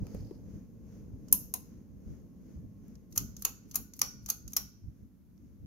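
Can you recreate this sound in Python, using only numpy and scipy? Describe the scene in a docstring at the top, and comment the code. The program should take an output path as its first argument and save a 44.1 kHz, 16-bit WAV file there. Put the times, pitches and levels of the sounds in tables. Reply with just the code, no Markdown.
"""A small wooden room, a ceiling fan turning just above a hand-held microphone. The blades swish once a
turn while gusts buffet the ports. One pull-chain switch snaps the lamps off and on; a second chain is
pulled six times, each pull ticking and catching before it snaps, and the blades begin to slow. Beads
scrape and jingle, the metal housing rings faintly, and the room answers the switches. Underneath lie
a thin motor whine, a steady hiss and, at the start, a few bumps and a rustle of the hand."""
import sys
import numpy as np
from scipy import signal
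from scipy.fft import rfft, irfft, next_fast_len
from scipy.io import wavfile
from scipy.ndimage import uniform_filter1d

SR = 44100
rng = np.random.default_rng(int(sys.argv[2]) if len(sys.argv) > 2 else 0)


def unload_wav(signal):
    """Save mono or channel-first audio to the path in sys.argv[1] as 16-bit WAV at rate SR, clipped to [-1, 1]."""
    wavfile.write(
        sys.argv[1],
        SR,
        np.round(np.clip(np.atleast_2d(signal).T, -1, 1) * 32767).astype(np.int16),
    )


N = 249606
TIME = np.arange(N) / SR
FFT_SIZE = next_fast_len(N, real=True)
COAST_S = 3.5  # just after the second pull, the whine is gone and the blades start to slow

# strength of the downdraught at the microphone: time_s, level_db
DOWNDRAUGHT = [(0.0, -49), (0.69, -56), (1.09, -53.5), (1.78, -57), (2.11, -55.5), (4.54, -60.5),
               (4.73, -64.5), (5.01, -63), (5.23, -65.5), (5.66, -59.5)]
# the strongest gusts: peak_s, length_s, thump_db, whoosh_db
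GUSTS = [(0.026, 0.031, -35, -42.5), (0.162, 0.045, -39.5, -62), (0.217, 0.056, -41, -59.5),
         (0.564, 0.064, -47, -48), (1.16, 0.081, -47, -54.5), (1.334, 0.059, -48.5, -47),
         (1.445, 0.054, -48.5, -61), (2.097, 0.078, -41, -50), (2.243, 0.045, -57, -58),
         (2.575, 0.033, -42.5, -59.5), (2.645, 0.087, -50.5, -51), (3.205, .11, -45, -46),
         (3.304, 0.061, -50.5, -69), (3.796, 0.056, -50.5, -47), (4.07, 0.052, -58, -74),
         (4.469, 0.051, -48, -56.5), (4.866, 0.067, -45.5, -58.5), (5.029, 0.063, -52, -61.5),
         (5.65, 0.094, -47.5, -54.5)]
# four bands of moving air, from rumble up to sizzle: frequency_hz, density_db
BUFFET_COLOUR = [(15, -24.5), (30, -14.5), (45, -1.5), (60, 4.5), (80, -2.5), (103, 3.5), (135, -5),
                 (190, -17), (400, -46), (900, -80)]
WHOOSH_COLOUR = [(70, -35.5), (125, -7), (160, -2), (197, 3), (250, -2), (300, -6), (370, -16), (450, -20),
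                 (650, -30), (1500, -84)]
RUSH_COLOUR = [(200, -31.5), (350, -4), (450, 3), (550, -4.5), (700, -15), (900, -17.5), (1500, -38),
               (4000, -52.5)]
SIZZLE_COLOUR = [(300, -5), (900, -0.5), (1400, 0), (2200, -3.5), (3800, -12.5), (5200, -4.5), (6600, 3.5),
                 (7300, -14), (8400, -21.5), (10000, -13.5), (12800, -9), (15700, -14)]
# how alike the two microphone ports sound: frequency_hz, correlation
PORT_LIKENESS = [(30, .24), (60, .24), (125, .43), (250, .58), (600, .55), (2000, .25), (8000, .1)]

# snaps of the two switches: time_s, level_db, decay_s, brightness_db, knock_db, pitch_hz
SPEED_SNAPS = [(3.1774, -15.5, .0032, 4, -1, 6390), (3.4509, -16.5, 0.0036, 1, 6, 6600),
               (3.7567, -19.5, 0.0059, 6.5, 3.5, 6920), (4.0169, -13, 0.0021, -3, 3, 5690),
               (4.301, -18.5, 0.0041, 0, -.5, 6400), (4.5666, -17.5, 0.0058, 1.5, 3.5, 5600)]
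LAMP_SNAPS = [(1.2840, -53, 0.0042, -16, 2.5, 6700), (1.3145, -54.5, 0.0099, -4, 0, 6500),
              (1.3262, -7, 0.0033, 4.5, -4, 6350), (1.5395, -21, 0.0028, -1, 7, 6700)]
# the pawl's light tick and the firmer catch ahead of each speed snap: time_s, level_db
PAWL_TICKS = [(3.1248, -49.5), (3.3667, -41), (3.7127, -42.5), (3.9364, -43.5), (4.2611, -37),
              (4.4785, -40)]
CATCHES = [(3.162, -36.5), (3.4225, -32.5), (3.746, -37), (3.9929, -33.5), (4.290, -33.5), (4.5335, -32.5)]
# two alternating strokes, one grinding into a hollow catch, one crisp; the scrape, then the catch:
# start_before_snap_s, end_before_snap_s, scrape_db, rise_s, decay_s, brightness_db, knock_db
STROKES = [(0.076, 0.011, -69.5, .0028, .0065, 4, 12.5), (0.066, .025, -61, .0005, .0035, 1.5, 0)]
# tone of each switch's contacts: frequency_hz, density_db
SPEED_COLOUR = [(400, -27), (800, -20.5), (1250, -14), (1700, -21.5), (2400, -17.5), (3500, -18),
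                (4400, -10), (6500, -0.5), (7300, -7), (8200, -19.5), (9400, -12), (10300, -5), (12200, 2),
                (15600, -8.5)]
LAMP_COLOUR = [(200, -31), (600, -24.5), (1050, -17), (1800, -29.5), (2650, -22.5), (3900, -24),
               (5400, -9.5), (6600, -4.5), (7900, -16), (9200, -7), (10000, -2), (11500, 1.5), (13200, 2.5),
               (15800, -14)]
# hollow modes of each switch body: pitch_hz, level_db, t60_s
SPEED_BODY = [(815, -10.5, 0.042), (1106, -5.5, 0.029), (1261, -11, 0.086), (2467, -10.5, 0.051),
              (2930, -13.5, 0.011)]
LAMP_BODY = [(704, -3, 0.05), (1048.6, 4.5, 0.038), (2580, -4, .018)]
# the pendant jingles as the chain is let go: start_s, level_db, t60_s
JINGLES = [(4.020, -42.5, 0.38), (4.0846, -30.5, 0.023), (4.570, -44.5, 0.2)]
# metal resonances of the chain's pendant and the motor's shell: pitch_hz, half_width_hz, level_db
PENDANT_RESONANCES = [(5710, 170, 11), (6600, 300, -8)]
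HOUSING_RESONANCES = [(1460, 30, 3.5)]

# tone of the first reflections: frequency_hz, level_db
SCATTER_COLOUR = [(500, 10), (1200, 1.5), (3000, 5), (6000, -4.5), (9000, -8), (11500, -4.5), (14500, -7.5)]
# length of the room's tail: frequency_hz, t60_s
ROOM_T60 = [(200, .45), (1400, 0.58), (3000, 0.59), (6000, 0.52), (9000, 0.26), (12000, 0.33),
            (16000, 0.33)]
# soft bumps of the hand: time_s, level_db, decay_s
BUMPS = [(.069, -46, 0.0045), (0.148, -33, 0.0028), (0.310, -34.5, 0.0052)]
# the hard click of the first two bumps, then a few faint, dry ticks:
# time_s, level_db, decay_s, brightness_db, knock_db, pitch_hz
DRY_CLICKS = [(.0685, -47, 0.0012, -2, 24.5, 6400), (.1482, -48, 0.00081, 6, 20, 6396),
              (2.882, -58.5, 0.0013, -1, -6, 6400), (2.9545, -55.5, 0.0027, -16.5, -7, 5900),
              (5.378, -64.5, 0.0014, -18.5, 6.5, 5000)]
# fingers sliding on the microphone's case: time_s, level_db
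RUSTLE_ENVELOPE = [(0, -88), (.08, -74.5), (.25, -75), (.36, -75), (.45, -100), (.5, -130)]
# tone of the bumps, the fingers and the microphone's hiss: frequency_hz, density_db
BUMP_COLOUR = [(80, -11.5), (250, -10), (400, -2), (600, -15), (900, -44), (2500, -54), (8000, -62)]
RUSTLE_COLOUR = [(800, -15), (3500, -19), (4900, -0.5), (5800, -8.5), (8000, -23.5), (13000, -13),
                 (16000, -24)]
HISS_COLOUR = [(200, 9.5), (1000, 8), (3500, -4), (6500, -1.5), (8300, -10), (10000, -3), (12800, 4.5),
               (15700, -3.5)]


def fan():
    """Eddies thump the ports; the blades whoosh and sizzle, all fluttering with the same turbulence."""
    eddies, lumps, swell = wander(rate_hz=190), wander(rate_hz=12), blade_swish()
    thump, puff = gusts()
    buffeting = airflow(swell, db=-57.5, follows=0.63, swish_db=0) * amp(2.2 * lumps)
    whooshing = airflow(swell, db=-56.5, follows=0.82, swish_db=2.5) * amp(0.96 * lumps)
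    rushing = airflow(swell, db=-75, follows=2, swish_db=2)
    sizzling = airflow(swell, db=-86, follows=1.27, swish_db=9)
    buffet = stereo_noise(BUFFET_COLOUR) * np.hypot(buffeting, thump) * amp(1.4 * eddies)
    whoosh = stereo_noise(WHOOSH_COLOUR) * np.hypot(whooshing, puff) * amp(1.1 * eddies)
    rush = stereo_noise(RUSH_COLOUR) * rushing * amp(1.2 * eddies)
    sizzle = stereo_noise(SIZZLE_COLOUR) * sizzling * amp(0.21 * eddies)
    return buffet + whoosh + rush + sizzle


def blade_swish(turn_hz=2.55, first_swish_s=0.16, slowing_hz_per_s=0.25, sharpness=3):
    """A swell from zero to one and back each turn, spreading out as the blades coast."""
    speed_hz = turn_hz - slowing_hz_per_s * np.maximum(TIME - COAST_S, 0)
    turns = np.cumsum(speed_hz) / SR - turn_hz * first_swish_s
    return abs(np.cos(np.pi * turns)) ** sharpness


def airflow(swell, db, follows, swish_db):
    """Fader for one band of air: it rides the downdraught and lifts by swish_db on each swish."""
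    draught_db = np.interp(TIME, *np.transpose(DOWNDRAUGHT))
    return amp(db + follows * (draught_db - draught_db.mean()) + swish_db * swell)


def gusts():
    """Each gust swells and fades in a bell curve; gives the envelopes of thump and whoosh."""
    out = np.zeros((2, N))
    for peak_s, length_s, thump_db, whoosh_db in GUSTS:
        near = abs(TIME - peak_s) < 2 * length_s
        bell = np.exp(-(2 * (TIME[near] - peak_s) / length_s) ** 2)
        out[:, near] += amp([[thump_db], [whoosh_db]]) * bell
    return out


def speed_switch(tick_decay_s=0.004, tick_bright_db=-8, tick_knock_db=-4.5, pawl_hz=6250):
    """Each pull ticks the pawl, catches, then snaps."""
    switch = SPEED_COLOUR, SPEED_BODY
    ticks = [(s, db, tick_decay_s, tick_bright_db, tick_knock_db, pawl_hz) for s, db in PAWL_TICKS]
    out = clicks(ticks, *switch, body_db=-28.5, rise_s=0.0005, likeness=0.14, catch_db=6)
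    for kind, (*_, rise_s, decay_s, bright_db, knock_db) in enumerate(STROKES):
        catches = [(s, db, decay_s, bright_db, knock_db, pawl_hz)
                   for s, db in CATCHES[kind::len(STROKES)]]
        out += clicks(catches, *switch, body_db=-24.5, rise_s=rise_s, likeness=0.14, catch_db=7)
    return out + clicks(SPEED_SNAPS, *switch, body_db=-25, rise_s=0.00084, likeness=0.2, catch_db=8)


def lamp_switch():
    """Two faint ticks lead into a hard snap off, then a lighter snap on."""
    return clicks(LAMP_SNAPS, LAMP_COLOUR, LAMP_BODY,
                  body_db=-33, rise_s=0.0003, likeness=0.22, catch_db=2.5)


def clicks(rows, colour, body, body_db, rise_s, likeness, catch_db):
    """Each click layers a short rattle of contacts over a hollow clack."""
    out = np.zeros((2, N))
    for s, db, decay_s, bright_db, knock_db, catch_hz in rows:
        contacts = rattle(colour, decay_s, rise_s, likeness, bright_db, knock_db, catch_hz, catch_db)
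        add(out, s - 0.01, amp(db) * contacts)
        add(out, s, amp(db + knock_db + body_db) * clack(body))
    return out


def rattle(colour, decay_s, rise_s, likeness, bright_db=0, knock_db=0, catch_hz=6400, catch_db=0):
    """A tight burst of contact noise, coloured by the body it strikes; it crests 10 ms in."""
    size = 4096
    t = np.arange(size) / SR - 0.01
    envelope = np.exp(np.minimum(t / rise_s, -t / decay_s))
    shared, *sides = rng.standard_normal((3, size))
    contacts = envelope * (np.sqrt(likeness) * shared + np.sqrt(1 - likeness) * np.array(sides))
    hz = abs(np.fft.fftfreq(size, 1 / SR))
    top = (1 + np.tanh((hz - 8500) / 1500)) / 2  # a sharper contact feeds the upper resonances
    low = 1 / (1 + (hz / 3200) ** 4)  # a heavier one knocks on the hollow switch cup
    catch = np.exp(-((hz - catch_hz) / 520) ** 2)  # the spring catch has a pitch of its own
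    gain = amp(read_curve(colour, hz) + bright_db * top + knock_db * low + catch_db * catch)
    body = np.exp(np.conj(signal.hilbert(np.log(gain))))  # minimum phase keeps the attack crisp
    struck = np.fft.ifft(np.fft.fft(contacts) * body).real
    return unit_rms(struck) * np.sqrt(np.mean(envelope ** 2))


def clack(body, spread_db=2, detune=0.023, attack_s=0.0007):
    """A blow rings the hollow switch body, a little differently each time."""
    t = np.arange(6000) / SR
    modes = np.zeros((1, len(t)))
    for hz, db, t60_s in body:
        louder, sharper = rng.standard_normal(2)
        tone = np.sin(2 * np.pi * hz * (1 + detune * sharper) * t)
        modes += amp(db + spread_db * louder) * die_away(t, t60_s) * tone
    return modes * (1 - np.exp(-t / attack_s))


def bead_chain():
    """The beads scrape through their eyelet on each pull; now and then the pendant jingles."""
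    jingles, pulling = np.zeros((2, N)), np.zeros(N)
    for s, db, t60_s in JINGLES:
        add(jingles, s, amp(db) * metal_ring(PENDANT_RESONANCES, t60_s))
    for pull, (snap_s, *_) in enumerate(SPEED_SNAPS):
        start_before_s, end_before_s, db, *_ = STROKES[pull % len(STROKES)]
        pulling += amp(db) * ((TIME > snap_s - start_before_s) & (TIME < snap_s - end_before_s))
    scraping = uniform_filter1d(pulling, size=600) * amp(2.7 * wander(rate_hz=150))
    return jingles + scraping * unit_rms(stereo_noise(SPEED_COLOUR))


def housing(send_db=-50):
    """Every snap of the speed switch sets the motor's metal shell ringing faintly."""
    out = np.zeros((2, N))
    for s, snap_db, *_ in SPEED_SNAPS:
        add(out, s, amp(snap_db + send_db) * metal_ring(HOUSING_RESONANCES, t60_s=0.64))
    return out


def metal_ring(resonances, t60_s, attack_s=0.003, size=32768):
    """Clusters of close metal modes beat against each other as they die."""
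    hz, t = np.fft.rfftfreq(size, 1 / SR), np.arange(size) / SR
    gain = sum(amp(db) / (1 + ((hz - centre) / width) ** 2) for centre, width, db in resonances)
    phases = np.exp(2j * np.pi * rng.random((2, len(hz))))
    return unit_rms(irfft(gain * phases)) * die_away(t, t60_s) * (1 - np.exp(-t / attack_s))


def room(sound, early_db, early_t60_s, late_db, build_s=0.008, size=32768):
    """Quick scatter from lamp shades, blades and ceiling, then the longer tail of the room."""
    hz, t, (early, late) = signal.stft(rng.standard_normal((2, 2, size)), SR, nperseg=256)
    scatter_tone = amp(early_db + read_curve(SCATTER_COLOUR, hz)[:, None])
    scatter = scatter_tone * die_away(t, early_t60_s) / np.sqrt(early_t60_s)
    tail = amp(late_db) * die_away(t, read_curve(ROOM_T60, hz)[:, None])
    reflections = signal.istft(early * scatter + late * tail, SR, nperseg=256)[1][:, :size]
    fade_in = np.clip(np.arange(size) / SR / build_s, 0, 1) ** 2
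    response = reflections * fade_in * np.sqrt(2 * np.log(1000) / SR)
    return signal.fftconvolve(sound, response, axes=1)[:, :N]


def hand_bumps(shudder_db=-17.5, shudder_s=0.017):
    """Dull bumps of the hand on the microphone's case, which shudders on after each."""
    bumps, shudder = np.zeros((2, N)), np.zeros(N)
    for s, db, decay_s in BUMPS:
        add(bumps, s - 0.01, amp(db) * rattle(BUMP_COLOUR, decay_s, rise_s=0.00027, likeness=0.74))
        shudder += amp(db + shudder_db) * (TIME > s) * np.exp(-abs(TIME - s) / shudder_s)
    return bumps + shudder * stereo_noise(RUSH_COLOUR)


def dry_clicks():
    """The hard click of the first two bumps on the microphone, then a few faint, dry ticks."""
    return clicks(DRY_CLICKS, SPEED_COLOUR, SPEED_BODY,
                  body_db=-39, rise_s=0.0001, likeness=0.37, catch_db=1.5)


def finger_rustle():
    """A short, grainy slide of skin on plastic."""
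    slide = amp(np.interp(TIME, *np.transpose(RUSTLE_ENVELOPE)))
    return stereo_noise(RUSTLE_COLOUR) * slide * amp(2 * wander(rate_hz=100))


def motor_whine(pitch_hz=1077, db=-87, fade_s=0.05):
    """The motor's faint, wavering whine, fading out as the blades start to coast."""
    cycles = np.cumsum(pitch_hz + 6 * wander(rate_hz=9.7)) / SR
    running = np.clip((COAST_S - TIME) / fade_s, 0, 1)
    waver_db = 2.1 * np.tanh(wander(rate_hz=5.2))
    return amp(db + waver_db) * running * np.sin(2 * np.pi * cycles)


def microphone_hiss(db=-80.5):
    """The microphone's steady noise floor."""
    return amp(db) * stereo_noise(HISS_COLOUR)


def stereo_noise(colour):
    """Coloured noise at two partly alike ports; their mean has an rms of one."""
    hz = np.fft.rfftfreq(FFT_SIZE, 1 / SR)
    mid, side = rng.standard_normal((2, 2 * len(hz))).view(complex) * amp(read_curve(colour, hz))
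    likeness = read_curve(PORT_LIKENESS, hz)
    side = side * np.sqrt((1 - likeness) / (1 + likeness))
    pair = irfft(np.array([mid + side, mid - side]), FFT_SIZE)[:, :N]
    return pair / pair.mean(0).std()


def wander(rate_hz):
    """Smooth random modulation with an rms of one."""
    hz = np.fft.rfftfreq(FFT_SIZE, 1 / SR)
    spectrum = rfft(rng.standard_normal(FFT_SIZE)) / (1 + (hz / rate_hz) ** 4)
    return unit_rms(irfft(spectrum, FFT_SIZE)[:N])


def die_away(t, t60_s):
    """A decay that falls 60 dB in t60_s."""
    return np.exp(-np.log(1000) * t / t60_s)


def amp(db):
    """Decibels to gain."""
    return 10 ** (np.asarray(db) / 20)


def unit_rms(x):
    """Scales to an rms of one."""
    return x / np.sqrt(np.mean(x ** 2) + 1e-30)


def read_curve(points, hz):
    """Reads a table along a logarithmic frequency axis."""
    point_hz, values = np.transpose(points)
    return np.interp(np.log(hz + 1), np.log(point_hz + 1), values)


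def add(mix, start_s, sound):
    """Drops a sound into the stereo mix."""
    part = mix[:, max(round(start_s * SR), 0):][:, :sound.shape[1]]
    part += sound[:, :part.shape[1]]


def scene():
    """The fan and its pull chains over handling noise and hiss; only the two switches feed the room."""
    lamp, speed, ticks = lamp_switch(), speed_switch(), dry_clicks()
    reverb = room(lamp, early_db=-3.5, early_t60_s=0.14, late_db=-9)
    reverb += room(speed, early_db=-6.5, early_t60_s=0.19, late_db=-12)
    switches = lamp + speed + bead_chain() + housing() + reverb
    return fan() + switches + motor_whine() + hand_bumps() + ticks + finger_rustle() + microphone_hiss()


def record(dry):
    """Clips the mix at full scale, then cuts the very top of the treble."""
    lowpass = signal.firwin(255, cutoff=15900, window=("kaiser", 8), fs=SR)
    return signal.oaconvolve(np.clip(dry, -1, 1), lowpass[None], "same")


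dry = scene()
out = record(dry)
unload_wav(out)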